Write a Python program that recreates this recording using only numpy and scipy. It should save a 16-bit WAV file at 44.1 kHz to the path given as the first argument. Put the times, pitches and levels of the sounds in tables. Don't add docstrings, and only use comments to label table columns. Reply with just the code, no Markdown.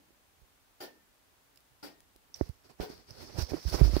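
import sys
import numpy as np
from scipy import signal
from scipy.fft import rfft, irfft
from scipy.io import wavfile

SR = 44100
rng = np.random.default_rng(int(sys.argv[2]) if len(sys.argv) > 2 else 0)


def persist_wave(psi):
    counts = np.round(np.clip(psi, -1, 1) * 32767).astype(np.int16)
    wavfile.write(sys.argv[1], SR, np.atleast_2d(counts).T)


def gain_from_decibels(decibels):
    exponent = np.asarray(decibels, float) / 20
    return 10 ** exponent


N = 176400

# frequency in Hz, level in dB per Hz.
HUSH_SPECTRUM = [(40, 0), (64, -1), (200, -12), (300, -12.5), (800, -10.5), (6500, -21), (15800, -22.5)]
# frequency in Hz, likeness 0-1.
LIKENESS = [(60, 0), (290, 0.74), (640, 0.02), (3000, 0)]
# frequency in Hz, width in Hz, gain in dB.
PORT_PEAKS = [
    [(4550, 670, 0.5)],
    [(5630, 670, 9), (14700, 530, 8.5)],
]
# start in seconds, level in dB, left-right in dB, arbor in Hz, arbor level in dB.
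BEATS = [
    (-0.2, -42, 3, 1800, -31),
    (0.803, -47, 0, 1803, -6.5),
    (1.827, -49.5, 3.5, 1845, -17),
    (2.801, -47, 3.5, 1535, -12.5),
    (3.826, -49, 6, 1790, -20),
]
# frequency in Hz, level in dB, t60 in seconds,
# left-right in dB.
TICK_MODES = [(350, -1.5, 0.24, 4), (774, -9, 0.17, -3), (1423, 0.5, 0.051, 6), (3140, -16, 0.078, 23),
              (4730, -6, 0.086, 9), (7000, -13, 0.051, 13), (10080, -10, 0.091, 12), (15400, -6, .1, -9)]
TOCK_MODES = [(291.7, 7.5, 0.22, -5.5), (790, -5, 0.084, 7), (1430, 0.5, 0.056, 7), (4710, -4, 0.043, 2),
              (5040, -8, 0.12, -6), (5340, -8.5, 0.14, 4)]
FRONT_TICK_MODES = [(425.3, 8, 0.32, 2), (738, -1.5, 0.11, 16), (1436, -1.5, 0.068, 9),
                    (4870, -18, 0.078, 2)]
# frequency in Hz, level in dB per Hz.
CLUNK_SPECTRUM = [(120, -22), (300, -2), (850, -4.5), (1150, -12.5), (4800, -15.5), (6500, -24.5),
                  (15500, -21.5)]
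# frequency in Hz, t60 in seconds.
CASE_T60 = [(150, 0.74), (400, 0.38), (1000, 0.27), (15000, 0.2)]
# start in seconds, thump in dB, knock in dB, thump in Hz, signed direction.
THUMPS = [(0.105, -79, -46, 69.6, 0.47), (2.3, -57, -59, 60, 1), (2.55, -56, -66, 59.4, 1),
          (0.417, -47.5, -61, 55, -0.79), (2.159, -49.5, -45, 69, 0.61), (2.4106, -23, -8.5, 62.7, 0.73),
          (2.494, -37, -46, 78, -0.83), (2.7995, -23, -20.5, 79, 0.94), (2.9, -52, -30, 70, 0.84),
          (3.384, -41, -27, 97, 1), (3.409, -43, -25, 64.6, 0.6), (3.5193, -18.5, -18.5, 72, -0.51),
          (3.5343, -47, -18, 68.4, -0.75), (3.5403, -47, -21, 69, 1), (3.651, -40, -34.5, 62, -1.1),
          (3.743, -19.5, -18.5, 73.4, -1.2), (3.8111, -45, -16, 71.5, -1.1),
          (3.8148, -2.5, -19.5, 55.6, 0.71), (3.852, -10.5, -71, 52.8, 0.49),
          (3.877, -43, -19.5, 60, -0.52), (3.894, -40, -27, 60, -1), (3.934, -12.5, -25.5, 74.6, 0.57),
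          (3.966, -15, -8, 65.6, 0.73)]
# frequency in Hz, level in dB, t60 in seconds.
SHELL_MODES = [(334.5, 4.5, 0.011), (536, -10, 0.015), (1810, -16.5, 0.0059)]
# start in seconds, level in dB, frequency in Hz, time to widest swing in seconds,
# signed direction.
PUSHES = [(1.549, -61, 123.5, 0.016, 0.47), (1.701, -63.5, 119, 0.013, 1),
          (2.409, -17.5, 60, 0.0074, -0.98), (2.492, -27, 88, 0.0043, -1.14),
          (3.105, -38.5, 113, 0.0061, -1.12), (3.262, -46, 62, 0.011, -1), (3.341, -35, 104, 0.01, -0.82),
          (3.381, -14.5, 98, 0.0057, -0.65), (3.414, -20, 64.3, 0.011, 1), (3.54, -22, 318, 0.0049, 0.97),
          (3.673, -32.5, 151.7, 0.0085, 0.94), (3.842, -16.5, 76, 0.01, -1.06),
          (3.651, -17, 59.5, 0.011, -1.03), (3.721, -21, 59.4, 0.011, -1.05),
          (3.8102, -10.5, 127, 0.0055, -0.96)]
# start in seconds, level in dB, left-right in dB, pitch in Hz, broad crack in dB.
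SNAPS = [(1.559, -61, -9, 4900, 9), (1.574, -52.5, -6, 5100, 7), (1.605, -64, -7, 12100, 8),
         (2.0047, -54.5, -1, 10500, 9), (2.162, -61, 6, 11500, 13.5), (2.361, -52, 13, 4840, 5),
         (3.107, -42, -15.5, 5300, -5), (3.497, -55, -13, 5320, 11), (3.674, -43, -6, 5660, -15),
         (3.966, -33, 12.5, 4330, -4), (2.491, -59.5, -11, 10000, 12), (2.941, -55, 0, 13500, 2)]
# peak in seconds, length in seconds, hiss in dB, right rumble in dB, left-right in dB.
STROKES = [(2.359, 0.023, -53.5, -79, -7), (2.413, 0.15, -58, -57.5, 0), (2.656, 0.039, -63, -63.5, 5),
           (2.704, 0.035, -60, -53.5, 4.5), (2.82, 0.06, -62.5, -43.5, -25), (2.903, 0.038, -52, -50.5, 7),
           (2.962, 0.14, -59.5, -61, 7.5), (3.099, 0.061, -56, -57, 5.5), (3.174, 0.1, -53.5, -55, 3.5),
           (3.222, 0.063, -49, -50.5, 5), (3.287, 0.079, -54.5, -56.5, 2), (3.367, 0.089, -51, -51, 2),
           (3.395, 0.042, -41, -37.5, -8.5), (3.422, 0.038, -46.5, -63, -7),
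           (3.473, 0.065, -56.5, -63.5, -5), (3.502, 0.042, -48.5, -46, -5),
           (3.548, 0.033, -55.5, -41.5, 12), (3.618, 0.18, -49, -63, -2), (3.687, 0.051, -40.5, -59, 0),
           (3.748, 0.067, -36, -35, -3.5), (3.797, 0.09, -52, -41, 13), (3.864, 0.089, -45, -44, -1),
           (3.99, 0.21, -42, -43, 1.5)]
# frequency in Hz, level in dB per Hz.
SKIN_SPECTRUM = [(100, -2.5), (500, -7), (1500, -9), (3000, -13), (5000, -4), (7000, -17.5), (11000, -17),
                 (15500, -22.5)]
RUMBLE_SPECTRUM = [(30, -13), (70, -2.5), (200, -12), (400, -8), (650, -13.5), (1000, -19), (2500, -27),
                   (4000, -39.5)]
# frequency in Hz, level in dB, t60 in seconds, left-right in dB.
CATCH_MODES = [(5600, -29.5, 0.012, -17), (5975, -40, 0.03, -4), (4700, -48, 0.023, 9),
               (3650, -43.5, 0.014, 5), (7935, -52, 0.016, 0)]

FRONT_FROM_S = 2.4
HUSH_DB, HUSH_LEFT_BASS_DB, BASS_LUMP_DB = -66.5, -4.5, 2.5
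WHINE_HZ, WHINE_DB, WHINE_WAVER_DB = 15000, -77, 2
DRONE_HZ, DRONE_T60_S, DRONE_DB = 269.2, 0.28, -83.5
CONTACT_S, MODES_DB, FRONT_SWELL_S = 0.025, 0.5, 0.015
ARBOR_T60_S, ARBOR_BEAT_HZ, ARBOR_CONTACT_S = 0.36, 24, 0.05
CLUNK_RISE_S, CLUNK_HOLD_S, CLUNK_PATCHY_DB = 0.005, 0.04, 2.5
THUMP_DB, THUMP_T60_S, THUMP_RISE_S, RING_ON_PER_DB = 4.5, 0.036, 0.0009, 0.1333
OVERTONE_RATIO, OVERTONE_DB, OVERTONE_T60_S = 2.34, -4.5, 0.049
KNOCK_DB, KNOCK_RISE_S, KNOCK_SOFT_HZ = 8.5, 0.0016, 2410
LEFT_THUMP_DB, LEFT_KNOCK_DB, LEFT_PUSH_DB = -26, -23.5, -26
SNAP_DECAY_S, SNAP_WIDTH_SHARE, CRACK_DB = 0.0012, 0.064, -3.0
STROKE_RISE_SHARE, STROKE_FALL_SHARE = 0.26, 0.35
RUB_DB, RUB_PATCHY_DB, GRIP_SHARE = -5.5, 2, 0.51
LEFT_RUMBLE_DB, RIGHT_RUMBLE_DB, RUMBLE_PATCHY_DB = -13, 4, 2.95
GRAIN_DB, GRAINS_PER_S = 1.2, 390
CATCH_S, CATCH_CONTACT_S, CATCH_TAIL_DB, CATCH_TAIL_T60_S = 2.3424, 0.00095, -64, 0.95
LOW_CUT_HZ, TOP_HZ = 37.4, 15740


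def rms_one(x):
    return x / np.sqrt(np.mean(x ** 2) + 1e-20)


def at_hz(points, hz):
    table = np.array(points)
    return np.interp(np.log(hz), np.log(table[:, 0]), table[:, 1])


def sides(pan_db):
    return gain_from_decibels([[pan_db / 2], [-pan_db / 2]])


def drift(rate_hz):
    knots = rng.standard_normal(int(N / SR * 60) + 2)
    pole = np.exp(-2 * np.pi * rate_hz / 60)
    wander = rms_one(signal.lfilter([1], [1, -pole], knots))
    return np.interp(np.arange(N) / SR * 60, np.arange(len(knots)), wander)


def bands(spectrum, likeness, shape):
    freq = np.maximum(np.arange(N // 2 + 1) * SR / N, 1)
    white = rfft(rng.standard_normal((2, N)), axis=1)
    white = white * gain_from_decibels(at_hz(spectrum, freq)) * (freq > 0.7 * spectrum[0][0])
    alike = np.clip(at_hz(likeness, freq), 0, 1)
    pair = np.sqrt(1 + alike) * white[0] + np.sqrt(1 - alike) * white[1] * [[1], [-1]]
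    pair = pair / np.sqrt(np.mean(irfft(pair, N) ** 2))
    out = 0
    for octave in np.arange(4, 14.5, 0.5):
        share = np.clip(1 - 2 * abs(np.log2(freq) - octave), 0, 1)
        out = out + shape(2 ** octave) * irfft(pair * share, N)
    return out


def ring(x, hz, t60_s):
    r, w = gain_from_decibels(-60 / (t60_s * SR)), 2 * np.pi * hz / SR
    return signal.lfilter([0, np.sin(w)], [1, -2 * r * np.cos(w), r * r], x + 1e-18)


def swing(a, hz, rise_s):
    return (1 - np.exp(-a / rise_s)) * np.sin(2 * np.pi * hz * a)


def ports(x):
    out = x.copy()
    for side, peaks in enumerate(PORT_PEAKS):
        for hz, width_hz, db in peaks:
            r = np.exp(-np.pi * width_hz / SR)
            poles = [1, -2 * r * np.cos(2 * np.pi * hz / SR), r * r]
            out[side] += gain_from_decibels(db) * signal.lfilter([(1 - r * r) / 2, 0, (r * r - 1) / 2], poles, x[side])
    return out


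def noise_floor():
    def lumps(hz):
        left_right_db = np.array([[HUSH_LEFT_BASS_DB], [1]])
        return gain_from_decibels((BASS_LUMP_DB * drift(3.5) + left_right_db) * (hz < 130))

    t = np.arange(N) / SR
    hush = gain_from_decibels(HUSH_DB) * bands(HUSH_SPECTRUM, LIKENESS, lumps)
    whine = gain_from_decibels(WHINE_DB + WHINE_WAVER_DB * drift(3)) * np.sin(2 * np.pi * WHINE_HZ * t)
    return hush + whine * (t < FRONT_FROM_S) * [[1], [0]]


def drone():
    return gain_from_decibels(DRONE_DB) * rms_one(ring(rng.standard_normal((2, N)), DRONE_HZ, DRONE_T60_S))


def frame_ring():
    out, a = np.zeros((2, N)), np.arange(SR // 2 + SR // 4) / SR
    for k, (s, db, pan_db, arbor_hz, arbor_db) in enumerate(BEATS):
        i, front = int(s * SR), s > FRONT_FROM_S
        tick = FRONT_TICK_MODES if front else TICK_MODES
        modes = [(*mode, CONTACT_S) for mode in (TOCK_MODES if k % 2 == 0 else tick)]
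        for way in (-1, 1):
            modes.append((arbor_hz + way * ARBOR_BEAT_HZ / 2, arbor_db, ARBOR_T60_S, 2, ARBOR_CONTACT_S))
        for hz, mode_db, t60_s, mode_pan_db, contact_s in modes:
            grind = rng.standard_normal((2, len(a))) * np.exp(-a / contact_s)
            rung = ring(grind, hz, t60_s)
            if front:
                rung = rung * np.minimum(a / FRONT_SWELL_S, 1)
            rung = rung / abs(rung).max(axis=1, keepdims=True)
            rung = gain_from_decibels(db + mode_db + MODES_DB) * sides(pan_db + mode_pan_db) * rung
            out[:, max(i, 0):i + len(a)] += rung[:, max(-i, 0):N - i]
    return out


def case_clunk():
    t = np.arange(N) / SR

    def dying(hz):
        level = 0
        for s, db, pan_db, _, _ in BEATS:
            a = np.maximum(t - s, 0)
            fall = gain_from_decibels(-60 * np.maximum(a - CLUNK_HOLD_S, 0) / at_hz(CASE_T60, hz))
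            level = level + gain_from_decibels(db) * sides(pan_db) * np.minimum(a / CLUNK_RISE_S, 1) * fall
        return level * gain_from_decibels(CLUNK_PATCHY_DB * drift(25))

    return bands(CLUNK_SPECTRUM, LIKENESS, dying)


def thumps():
    t, low, knock = np.arange(N) / SR, np.zeros(N), np.zeros(N)
    for s, thump_db, knock_db, hz, way in THUMPS:
        a = np.maximum(t - s, 0)
        t60_s = THUMP_T60_S * (1 + RING_ON_PER_DB * max(thump_db - knock_db, 0))
        low += way * gain_from_decibels(thump_db + THUMP_DB - 60 * a / t60_s) * swing(a, hz, THUMP_RISE_S)
        overtone = swing(a, OVERTONE_RATIO * hz, THUMP_RISE_S)
        low += way * gain_from_decibels(thump_db + OVERTONE_DB - 60 * a / OVERTONE_T60_S) * overtone
        for mode_hz, db, ring_s in SHELL_MODES:
            knock += way * gain_from_decibels(knock_db + db - 60 * a / ring_s) * swing(a, mode_hz, KNOCK_RISE_S)
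    soften = signal.butter(4, KNOCK_SOFT_HZ, fs=SR, output="sos")
    knock = gain_from_decibels(KNOCK_DB) * signal.sosfilt(soften, knock)
    left = np.roll(low, 60) * gain_from_decibels(LEFT_THUMP_DB) + np.roll(knock, 40) * gain_from_decibels(LEFT_KNOCK_DB)
    return np.array([left, low + knock])


def pushes():
    t, out = np.arange(N) / SR, 0
    for s, db, hz, widest_s, way in PUSHES:
        a = np.maximum(t - s, 0)
        swell = (a / widest_s * np.exp(1 - a / widest_s)) ** 2
        out = out + way * gain_from_decibels(db) * swell * np.sin(2 * np.pi * hz * a)
    return out * gain_from_decibels([[LEFT_PUSH_DB], [0]])


def snaps():
    out, a = np.zeros((2, N)), np.arange(SR // 50) / SR
    high = signal.butter(2, 2000, "high", fs=SR, output="sos")
    for s, db, pan_db, hz, crack_db in SNAPS:
        i = int(s * SR)
        spike = rng.standard_normal((2, len(a))) * np.exp(-a / SNAP_DECAY_S)
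        edges_hz = [hz * (1 - SNAP_WIDTH_SHARE), hz * (1 + SNAP_WIDTH_SHARE)]
        pitched = signal.sosfilt(signal.butter(2, edges_hz, "band", fs=SR, output="sos"), spike)
        pitched = pitched / abs(pitched).max(axis=1, keepdims=True)
        snap = pitched + gain_from_decibels(crack_db + CRACK_DB) * signal.sosfilt(high, spike)
        out[:, i:i + len(a)] += gain_from_decibels(db) * sides(pan_db) * snap[:, :N - i]
    return out


def grain():
    knots = rng.exponential(1, int(N / SR * 400) + 2)
    steps = np.interp(np.arange(N) / SR * GRAINS_PER_S, np.arange(len(knots)), knots)
    return gain_from_decibels(GRAIN_DB * (steps - 1.5))


def rubbing():
    t, hiss, rumble = np.arange(N) / SR, 0, 0
    for s, length_s, hiss_db, rumble_db, pan_db in STROKES:
        rise = -0.5 * ((t - s) / (length_s * STROKE_RISE_SHARE)) ** 2
        fall = 1 - np.hypot(1, (t - s) / (length_s * STROKE_FALL_SHARE))
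        swell = np.exp(np.where(t < s, rise, fall))
        hiss = hiss + gain_from_decibels(hiss_db) * sides(pan_db) * swell
        rumble = rumble + gain_from_decibels(rumble_db) * swell
    apart, grip = [(100, 0), (200, 0)], drift(25)
    skin = hiss * bands(SKIN_SPECTRUM, apart,
                        lambda hz: gain_from_decibels(RUB_PATCHY_DB * (GRIP_SHARE * grip + drift(30)) + RUB_DB))
    low = bands(RUMBLE_SPECTRUM, apart, lambda hz: gain_from_decibels(RUMBLE_PATCHY_DB * (grip + drift(25))))
    low = rumble * gain_from_decibels([[LEFT_RUMBLE_DB], [RIGHT_RUMBLE_DB]]) * low
    return ports(skin * grain()) + low


def catch():
    a = np.arange(N) / SR - CATCH_S
    after, click = np.maximum(a, 0), 0
    for hz, db, t60_s, pan_db in CATCH_MODES:
        click = click + gain_from_decibels(db - 60 * after / t60_s) * sides(pan_db) * swing(after, hz, CATCH_CONTACT_S)
    tail = gain_from_decibels(CATCH_TAIL_DB - 60 * after / CATCH_TAIL_T60_S) * (a > 0) * rng.standard_normal((2, N))
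    return click + ports(tail)


def scene():
    clock = ports(frame_ring() + case_clunk())
    hand = thumps() + pushes() + snaps() + rubbing() + catch()
    return noise_floor() + drone() + clock + hand


def band_limit(x):
    return signal.sosfilt(signal.butter(12, 16400, fs=SR, output="sos"), x)


def record(dry):
    low_cut = signal.butter(3, LOW_CUT_HZ, "high", fs=SR, output="sos")
    top_cut = signal.ellip(12, 0.5, 70, TOP_HZ, fs=SR, output="sos")
    mix = signal.sosfilt(top_cut, signal.sosfilt(low_cut, dry))
    return band_limit(mix)


dry = scene()
out = record(dry)
persist_wave(out)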